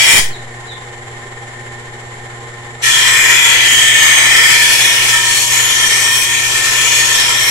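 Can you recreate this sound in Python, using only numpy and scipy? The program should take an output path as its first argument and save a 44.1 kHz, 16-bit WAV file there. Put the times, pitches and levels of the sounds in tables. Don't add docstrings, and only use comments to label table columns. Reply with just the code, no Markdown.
import sys
import numpy as np
from scipy import signal
from scipy.fft import rfft, irfft
from scipy.io import wavfile
from scipy.ndimage import uniform_filter1d

SR = 44100
rng = np.random.default_rng(int(sys.argv[2]) if len(sys.argv) > 2 else 0)


def log_audio(samples):
    frames = np.atleast_2d(samples).T
    limited = np.clip(frames, -1, 1)
    pcm = np.round(limited * 32767).astype(np.int16)
    wavfile.write(sys.argv[1], SR, pcm)


N = 330750
TIME, FREQS = np.arange(N) / SR, np.fft.rfftfreq(N, 1 / SR)
FRAME, OVERLAP = 1024, 768
FRAME_HZ = np.fft.rfftfreq(FRAME, 1 / SR)[:, None]


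def amp(db):
    return 10 ** (np.asarray(db) / 20)

def unit(x):
    return x / np.sqrt(np.mean(x ** 2) + 1e-20)

def at_hz(rows, hz):
    f, value = np.transpose(rows)
    return np.interp(np.log(hz + 1), np.log(f + 1), value)

def at_time(rows, t):
    return np.interp(t, *np.transpose(rows))

def bump(t, centre, length):
    return np.exp(-np.pi * ((t - centre) / length) ** 2 / 2)

def drift(rate_hz):
    t = np.linspace(0, N / SR, 4096)
    f = np.fft.rfftfreq(len(t), t[1])
    slow = irfft(rfft(rng.standard_normal(len(t))) / (1 + (f / rate_hz) ** 4))
    return np.interp(TIME, t, unit(slow))

def resonances(notes, hz, column=2):
    return sum(note[column] / (1 + ((hz - note[0]) / note[1]) ** 2) for note in notes)

def stereo_pair(spectra, likeness):
    left, other = spectra
    likeness = likeness / np.maximum(abs(likeness), 1)
    return np.array([left, np.conj(likeness) * left + np.sqrt(abs(1 - abs(likeness) ** 2)) * other])

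def noise(colour_db, likeness):
    white = rfft(rng.standard_normal((2, N)))
    return unit(irfft(stereo_pair(white, likeness) * amp(colour_db), N))


# f/Hz, time to fade by 60 dB/s
ECHO_TIMES = [(200, 0.13), (3500, 0.36), (12000, 0.14)]
def room(sound, samples=22050):
    clicks = rng.standard_normal((2, samples)) * (rng.random((2, samples)) < .06)
    hz, t, spectra = signal.stft(clicks, SR, nperseg=256)
    fade = amp(-60 * t / at_hz(ECHO_TIMES, hz)[:, None])
    tail = signal.istft(spectra * fade, SR, nperseg=256)[1]
    tail /= np.linalg.norm(tail, axis=1, keepdims=True)
    return signal.fftconvolve(sound, tail, axes=1)[:, :N]

# t/s, turning rate/Hz
WHEEL_SPEED = [(0, 28.8), (.2, 28.9), (.45, 29.85), (2.82, 29.85), (2.98, 29.0), (3.4, 28.93), (4.0, 28.82),
               (4.6, 28.95), (7.5, 28.94)]
def wheel_turns():
    return np.cumsum(at_time(WHEEL_SPEED, TIME)) / SR

def load():
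    speed = at_time(WHEEL_SPEED, TIME)
    return (speed.max() - speed) / np.ptp(speed)

# f/Hz, relative level/dB
RUMBLE_COLOUR = [(8, 4), (25, 0.5), (55, -7.5), (90, -2), (135, 0.5), (190, -14.5), (400, -26), (1500, -80)]
def rumble(level_db=-42, load_db=3):
    return amp(level_db + load_db * load()) * noise(at_hz(RUMBLE_COLOUR, FREQS), likeness=0.85)

# f/Hz, relative level/dB
PUFF_COLOUR = [(8, -7), (30, -7), (70, -15), (250, -17.5), (900, -21), (2500, -24), (8000, -70)]
def air_puff(at_s=0.17, width_s=0.035, level_db=-18, swing=0.46, swing_hz=2.6, settle_s=0.095):
    swell = amp(level_db) / (1 + ((TIME - at_s) / width_s) ** 4)
    puff = swell * noise(at_hz(PUFF_COLOUR, FREQS), likeness=0.35)
    after = np.maximum(TIME - at_s - width_s / 2, 0)
    return puff + swing * np.exp(-after / settle_s) * np.sin(2 * np.pi * swing_hz * after)

# t/s, length/s, first f/Hz, last f/Hz, relative level/dB
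CHIRPS = [(0.313, 0.051, 4490, 3400, -28.5), (0.664, 0.085, 4200, 3260, -26.5)]
def bird(roughness=0.0244):
    out = np.zeros(N)
    for start, length, first_hz, last_hz, db in CHIRPS:
        progress = np.clip((TIME - start) / length, 0, 1)
        pitch = (first_hz + (last_hz - first_hz) * progress) * (1 + roughness * drift(225))
        out += amp(db) * np.sin(np.pi * progress) * np.sin(2 * np.pi * np.cumsum(pitch) / SR)
    return np.array([out, out])

# multiple of the mains frequency, level/dB
HUM_TONES = [(2, -36.5), (4, -49.5), (6, -44.5), (8, -51), (10, -50), (12, -48), (14, -49.5), (16, -52)]
def motor_hum(mains_hz=60, lowest_waver=0.034, upper_waver=0.38, load_waver=0.07):
    out = np.zeros((2, N))
    side_phase = np.array([[0], [0.065]])
    for multiple, db in HUM_TONES:
        waver = (lowest_waver if multiple == 2 else upper_waver) + load_waver * load()
        phase = 2 * np.pi * (multiple * mains_hz * TIME + rng.random()) + waver * drift(6.9)
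        out += amp(db) * (1 + waver * drift(39)) * np.cos(phase + side_phase * multiple)
    return np.sqrt(2) * out * amp([[-.25], [.25]])

# f/Hz, relative level/dB
BEARING_COLOUR = [(100.0, -52), (200.0, -9), (300.0, -15), (400.0, 1), (600.0, -7), (1000.0, -5),
                  (1300.0, -6), (2100.0, -0.5), (2600.0, -12.5), (3600.0, -10), (5000.0, -19),
                  (7500.0, -15), (10500.0, -26), (12500.0, -45), (15600.0, -42.0)]
# f/Hz, half width/Hz, boost/dB
HOUSING_NOTES = [(471, 22, 6), (797, 19, 12.9), (821, 11, 5.8), (1041, 17, 13.9), (1814, 27, 14.3),
                 (2140, 200, 2.3), (3060, 100, 4.8), (7000, 130, 6.9), (7400, 110, 8.4), (7580, 112.0, 5.7),
                 (10030, 77, 12), (10700, 130, 9.9), (11553.0, 112.0, 6.0), (12155.0, 28.0, 8.0)]
# f/Hz, likeness (1 same, 0 unrelated, -1 opposite)
BEARING_LIKENESS = [(60, 0.72), (150, 0.98), (380, 0.83), (950, 0.47), (2380, -0.18), (5980, 0.085),
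                    (15000, -0.17)]
def bearings(level_db=-31.5, rattle_db=1.5, rattle_hz=17, flutter_db=0.8):
    colour_db = at_hz(BEARING_COLOUR, FREQS) + resonances(HOUSING_NOTES, FREQS)
    cage = np.sin(2 * np.pi * rattle_hz * TIME + 3.3 * drift(0.55))
    throb = amp(level_db + rattle_db * cage + flutter_db * drift(40))
    return throb * noise(colour_db, at_hz(BEARING_LIKENESS, FREQS))


# laid on t/s, lifted t/s, 1 flat or 0 on its edge, relative level/dB
PASSES = [(-0.1, 0.187, 1, 0.5), (2.818, 7.6, 0, 0)]
def touching(rise_s=0.019, fade_s=0.039):
    return sum(amp(db) * (1 - np.exp(-np.maximum(TIME - on, 0) / rise_s))
               * np.exp(-np.maximum(TIME - off, 0) / fade_s) for on, off, _, db in PASSES)

def lies_flat(t):
    starts, _, flat, _ = np.transpose(PASSES)
    return flat[np.maximum(np.searchsorted(starts, t) - 1, 0)] > .5

# t/s, pressure (0 to 1)
PRESSURE = [(0.1, 1), (0.2, 0.47), (2.82, 0.15), (3.0, 0.69), (4.4, 1), (4.75, 0.21), (5.5, 0.06),
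            (7.5, 0.14)]
def pressure(t):
    return at_time(PRESSURE, t)

# multiple of the turning rate, relative level/dB
WHINE_TONES = [(33, 7), (36, 1.5)]
def wheel_whine(turns, level_db=-42.5, damping_db=4, waver=0.52):
    tones = np.zeros(N)
    for ripples, db in WHINE_TONES:
        strength = amp(db) * (1 + waver * drift(9.6))
        tones += strength * np.cos(2 * np.pi * ripples * turns + waver * drift(3.1))
    on_edge = touching(rise_s=0.12) * ~lies_flat(TIME)
    return np.sqrt(2) * on_edge * amp(level_db - damping_db * pressure(TIME)) * tones

# t/s, length/s, level/dB
SPURTS = [(2.87, 0.045, -16.5), (4.425, 0.18, -16), (4.97, 0.13, -22.5), (5.155, 0.041, -13.5),
          (5.287, 0.07, -17.5), (6.104, 0.081, -18), (6.335, 0.11, -23.5), (6.438, 0.03, -23),
          (6.557, 0.026, -18.5), (6.685, 0.075, -20.5), (7.02, 0.043, -18.5)]
def blade_singing(turns, ripples=63, quiet_db=-35.5, waver=0.78):
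    level = amp(quiet_db) + sum(amp(db) * bump(TIME, at, length) for at, length, db in SPURTS)
    side_phase = np.array([[0], [0.96]])
    tone = np.cos(2 * np.pi * ripples * turns + waver * drift(23) + side_phase)
    return np.sqrt(2) * touching() * ~lies_flat(TIME) * level * tone

# t/s, length/s, dip/dB
EASES = [(3.596, 0.047, 4), (3.917, 0.061, 2.5), (4.96, 0.098, 2.5), (5.226, 0.066, 2.5), (6.406, 0.35, 3),
         (7.412, 0.093, 3)]
def easing(t):
    return sum(db * bump(t, at, length) for at, length, db in EASES)

def body_loss(t, settle_s=0.21, loose_db=7, below_hz=1530):
    loose = sum((t > on - settle_s) * np.exp(-np.maximum(t - on, 0) / settle_s) for on, *_ in PASSES)
    return (loose_db * loose + 0.58 * easing(t)) / (1 + (FRAME_HZ / below_hz) ** 16)

# t/s, length/s, ring lost/dB, fizz gained/dB
SKIDS = [(0.222, 0.29, 1, 11.5), (4.806, 0.49, -0.5, 3), (5.436, 0.15, 4, 0.5), (6.008, 0.043, 1.5, 1.5),
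         (6.19, 0.11, 2, 4.5), (6.49, 0.26, 2.5, 0.5), (7.47, 0.08, 1, 4)]
def scrape_levels(t):
    bite, dip = pressure(t), easing(t)
    ring = -13 + 6.35 * bite - 0.28 * dip
    rasp = -14 + 0.8 * bite - dip + lies_flat(t)
    fizz = -22.5 + 0.37 * bite - dip
    for at, length, lost_db, gained_db in SKIDS:
        skid = bump(t, at, length)
        ring -= lost_db * skid
        fizz += gained_db * skid
    return ring, rasp, fizz

def patches(shape, bins, frames):
    across_pitch = uniform_filter1d(rng.standard_normal(shape), bins, axis=0)
    return unit(uniform_filter1d(across_pitch, frames, axis=1))

# f/Hz, then relative level/dB lying flat, edge pressed, edge grazing
SCRAPE_COLOUR = [(300.0, -25, -24, -25), (690, -13, -21.5, -21.5), (1246, -12.5, -18.5, -22.5),
                 (1558, -8.5, -10, -19.5), (2074, 1.5, 1, -13), (2730, -8, -12, -11.5),
                 (3230, 0, -8.5, -12.5), (3940, -9.5, -15, -13.5), (5520, -7, -11, -17),
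                 (7800.0, -4.5, -8.5, -8), (8940, -19, -16.5, -15.5), (11700, -26.5, -23, -14),
                 (13100, -50, -35, -29.5), (15900, -22.5, -26.5, -25.5)]
# f/Hz, half width/Hz, boost pressed/dB, boost grazing/dB
BLADE_NOTES = [(947.0, 17, 8, 2.5), (1060, 19, 5, 14.5), (1346, 17, 10, 17), (1786.6, 38, 11, 20.5),
               (1825, 190, 0, -1), (2190, 31, -3, 5), (2436, 53, 9, 7.5), (3037, 17, 11.5, 9),
               (3134, 32, 15.5, 7.5), (3367, 51, 6.5, 7.5), (4010, 34, 7.5, 7.5), (4300, 59, 6, 8),
               (5054, 20.0, 15.5, 12), (5335, 35, -1, 11.5), (5710, 310, -4, 9), (5580, 47, 7, 6),
               (5917, 18, 20.5, 9.5), (6430, 37, 3, 6), (6630, 110, 2, 4.5), (6890, 32, 9.5, 8),
               (7110, 30, -3, 8), (8150, 60, 5, 3.5), (8370, 57, 2.5, 3.5), (8900, 67, 0, 8),
               (9650, 40.0, 7, 8), (11400, 140, 6, 2.5), (11700, 160.0, 6.5, -4)]
# t/s, f/Hz
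CONTACT_NOTE = [(0, 5600), (2.85, 5900), (3.1, 7800), (3.5, 6600), (4.12, 6600), (4.6, 4360), (4.95, 5750),
                (5.2, 5850), (5.4, 6930), (5.7, 6850), (5.9, 5600), (6.45, 6000), (6.7, 6700), (7.1, 6640),
                (7.25, 5550)]
def blade_colour(t, contact_width_hz=330, patchy_db=1.61, shimmer_db=4, low_cut_hz=220):
    hz, bite = FRAME_HZ, pressure(t)
    flat, pressed, grazing = (at_hz(np.array(SCRAPE_COLOUR)[:, [0, k]], hz) for k in (1, 2, 3))
    flat += 0.37 * resonances(BLADE_NOTES, hz)
    pressed += resonances(BLADE_NOTES, hz)
    grazing += resonances(BLADE_NOTES, hz, column=3)
    db = np.where(lies_flat(t), flat, bite * pressed + (1 - bite) * grazing) - body_loss(t)
    contact_db = np.where(lies_flat(t), 10.5, 4.5)
    db += contact_db / (1 + ((hz - at_time(CONTACT_NOTE, t)) / contact_width_hz) ** 2)
    db += patchy_db * patches(db.shape, bins=12, frames=24)
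    db += shimmer_db * patches(db.shape, bins=2, frames=60) * hz / (hz + 800)
    return amp(db) / (1 + (low_cut_hz / (hz + 1)) ** 4)

def grit(turns, wear_hz=0.7004, chip_db=1.73, grains=1500):
    rim = signal.resample(rng.standard_normal((grains, 2)), grains * 8)
    old, new = rim[(turns % 1 * len(rim)).astype(int) % len(rim)].T
    wear = 2 * np.pi * wear_hz * TIME
    pattern = old * np.cos(wear) + new * np.sin(wear)
    chips = unit(rng.standard_normal(N) * amp(chip_db * np.minimum(rng.exponential(1, N), 5)))
    repeating = 0.34 + 0.2 * pressure(TIME)
    return np.sqrt(repeating) * pattern + np.sqrt(1 - repeating) * chips

# f/Hz, left minus right/dB
SCRAPE_BALANCE = [(500.0, 1.5), (1500.0, -1.5), (2100.0, 2.5), (3000.0, 1.5), (4000.0, 2), (5500.0, 3.5),
                  (6500.0, 10.5), (7400.0, 12.5), (8100.0, 2.5), (8700.0, 4.5), (10300.0, -14),
                  (11600.0, -12.5), (12600.0, 3), (15000.0, -1)]
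# f/Hz, likeness (0 to 1), head start of the left/rad
SCRAPE_LIKENESS = [(300, 0.81, -0.74), (990, 0.23, 1), (1800, 0.32, -0.62), (2100, 0.09, 1),
                   (2400, 0.71, 0.92), (3030, 0.24, 3.7), (4200, 0.16, 1), (5600, 0.35, -0.44),
                   (6500, 0.33, 1.1), (7150, 0.18, 1.3), (9000, 0.3, -2.45), (13000, .2, -0.5)]
def scrape_in_stereo(spectra):
    sides = amp(np.multiply.outer([.5, -.5], at_hz(SCRAPE_BALANCE, FRAME_HZ)))
    sides /= np.sqrt(np.mean(sides ** 2, axis=0))
    likeness, lead = (at_hz(np.array(SCRAPE_LIKENESS)[:, [0, k]], FRAME_HZ) for k in (1, 2))
    return sides * stereo_pair(spectra, likeness * np.exp(1j * lead))

def grinding(turns, rasp_from_hz=3800, fizz_from_hz=8800, chatter_db=0.7, tremble_db=0.49):
    _, t, force = signal.stft([grit(turns), grit(turns)], SR, nperseg=FRAME, noverlap=OVERLAP)
    colour = blade_colour(t)
    above_ring = 1 / (1 + (rasp_from_hz / (FRAME_HZ + 1)) ** 24)
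    above_rasp = 1 / (1 + (fizz_from_hz / (FRAME_HZ + 1)) ** 24)
    gain = 0
    for band, db in zip([1 - above_ring, above_ring - above_rasp, above_rasp], scrape_levels(t)):
        voice = colour * band
        gain += amp(db) * voice / np.sqrt(np.mean(voice ** 2, axis=0))
    sound = signal.istft(scrape_in_stereo(force) * gain, nperseg=FRAME, noverlap=OVERLAP)[1][:, :N]
    return sound * touching() * amp(chatter_db * drift(25) + tremble_db * drift(11))


def scene(grind_echo_db=-14, bird_direct_db=-6, bird_echo_db=-4):
    turns = wheel_turns()
    steel, chirps = grinding(turns), bird()
    echoes = room(amp(grind_echo_db) * steel + amp(bird_echo_db) * chirps)
    machine = steel + wheel_whine(turns) + blade_singing(turns) + motor_hum() + bearings()
    return machine + amp(bird_direct_db) * chirps + echoes + rumble() + air_puff()

def record(dry, ceiling=0.96, top_hz=15750):
    flattened = dry / (1 + (dry / ceiling) ** 8) ** (1 / 8)
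    treble_cut = signal.firwin(511, top_hz, window=("kaiser", 9), fs=SR)
    return signal.oaconvolve(flattened, treble_cut[None], "same")


dry = scene()
out = record(dry)
log_audio(out)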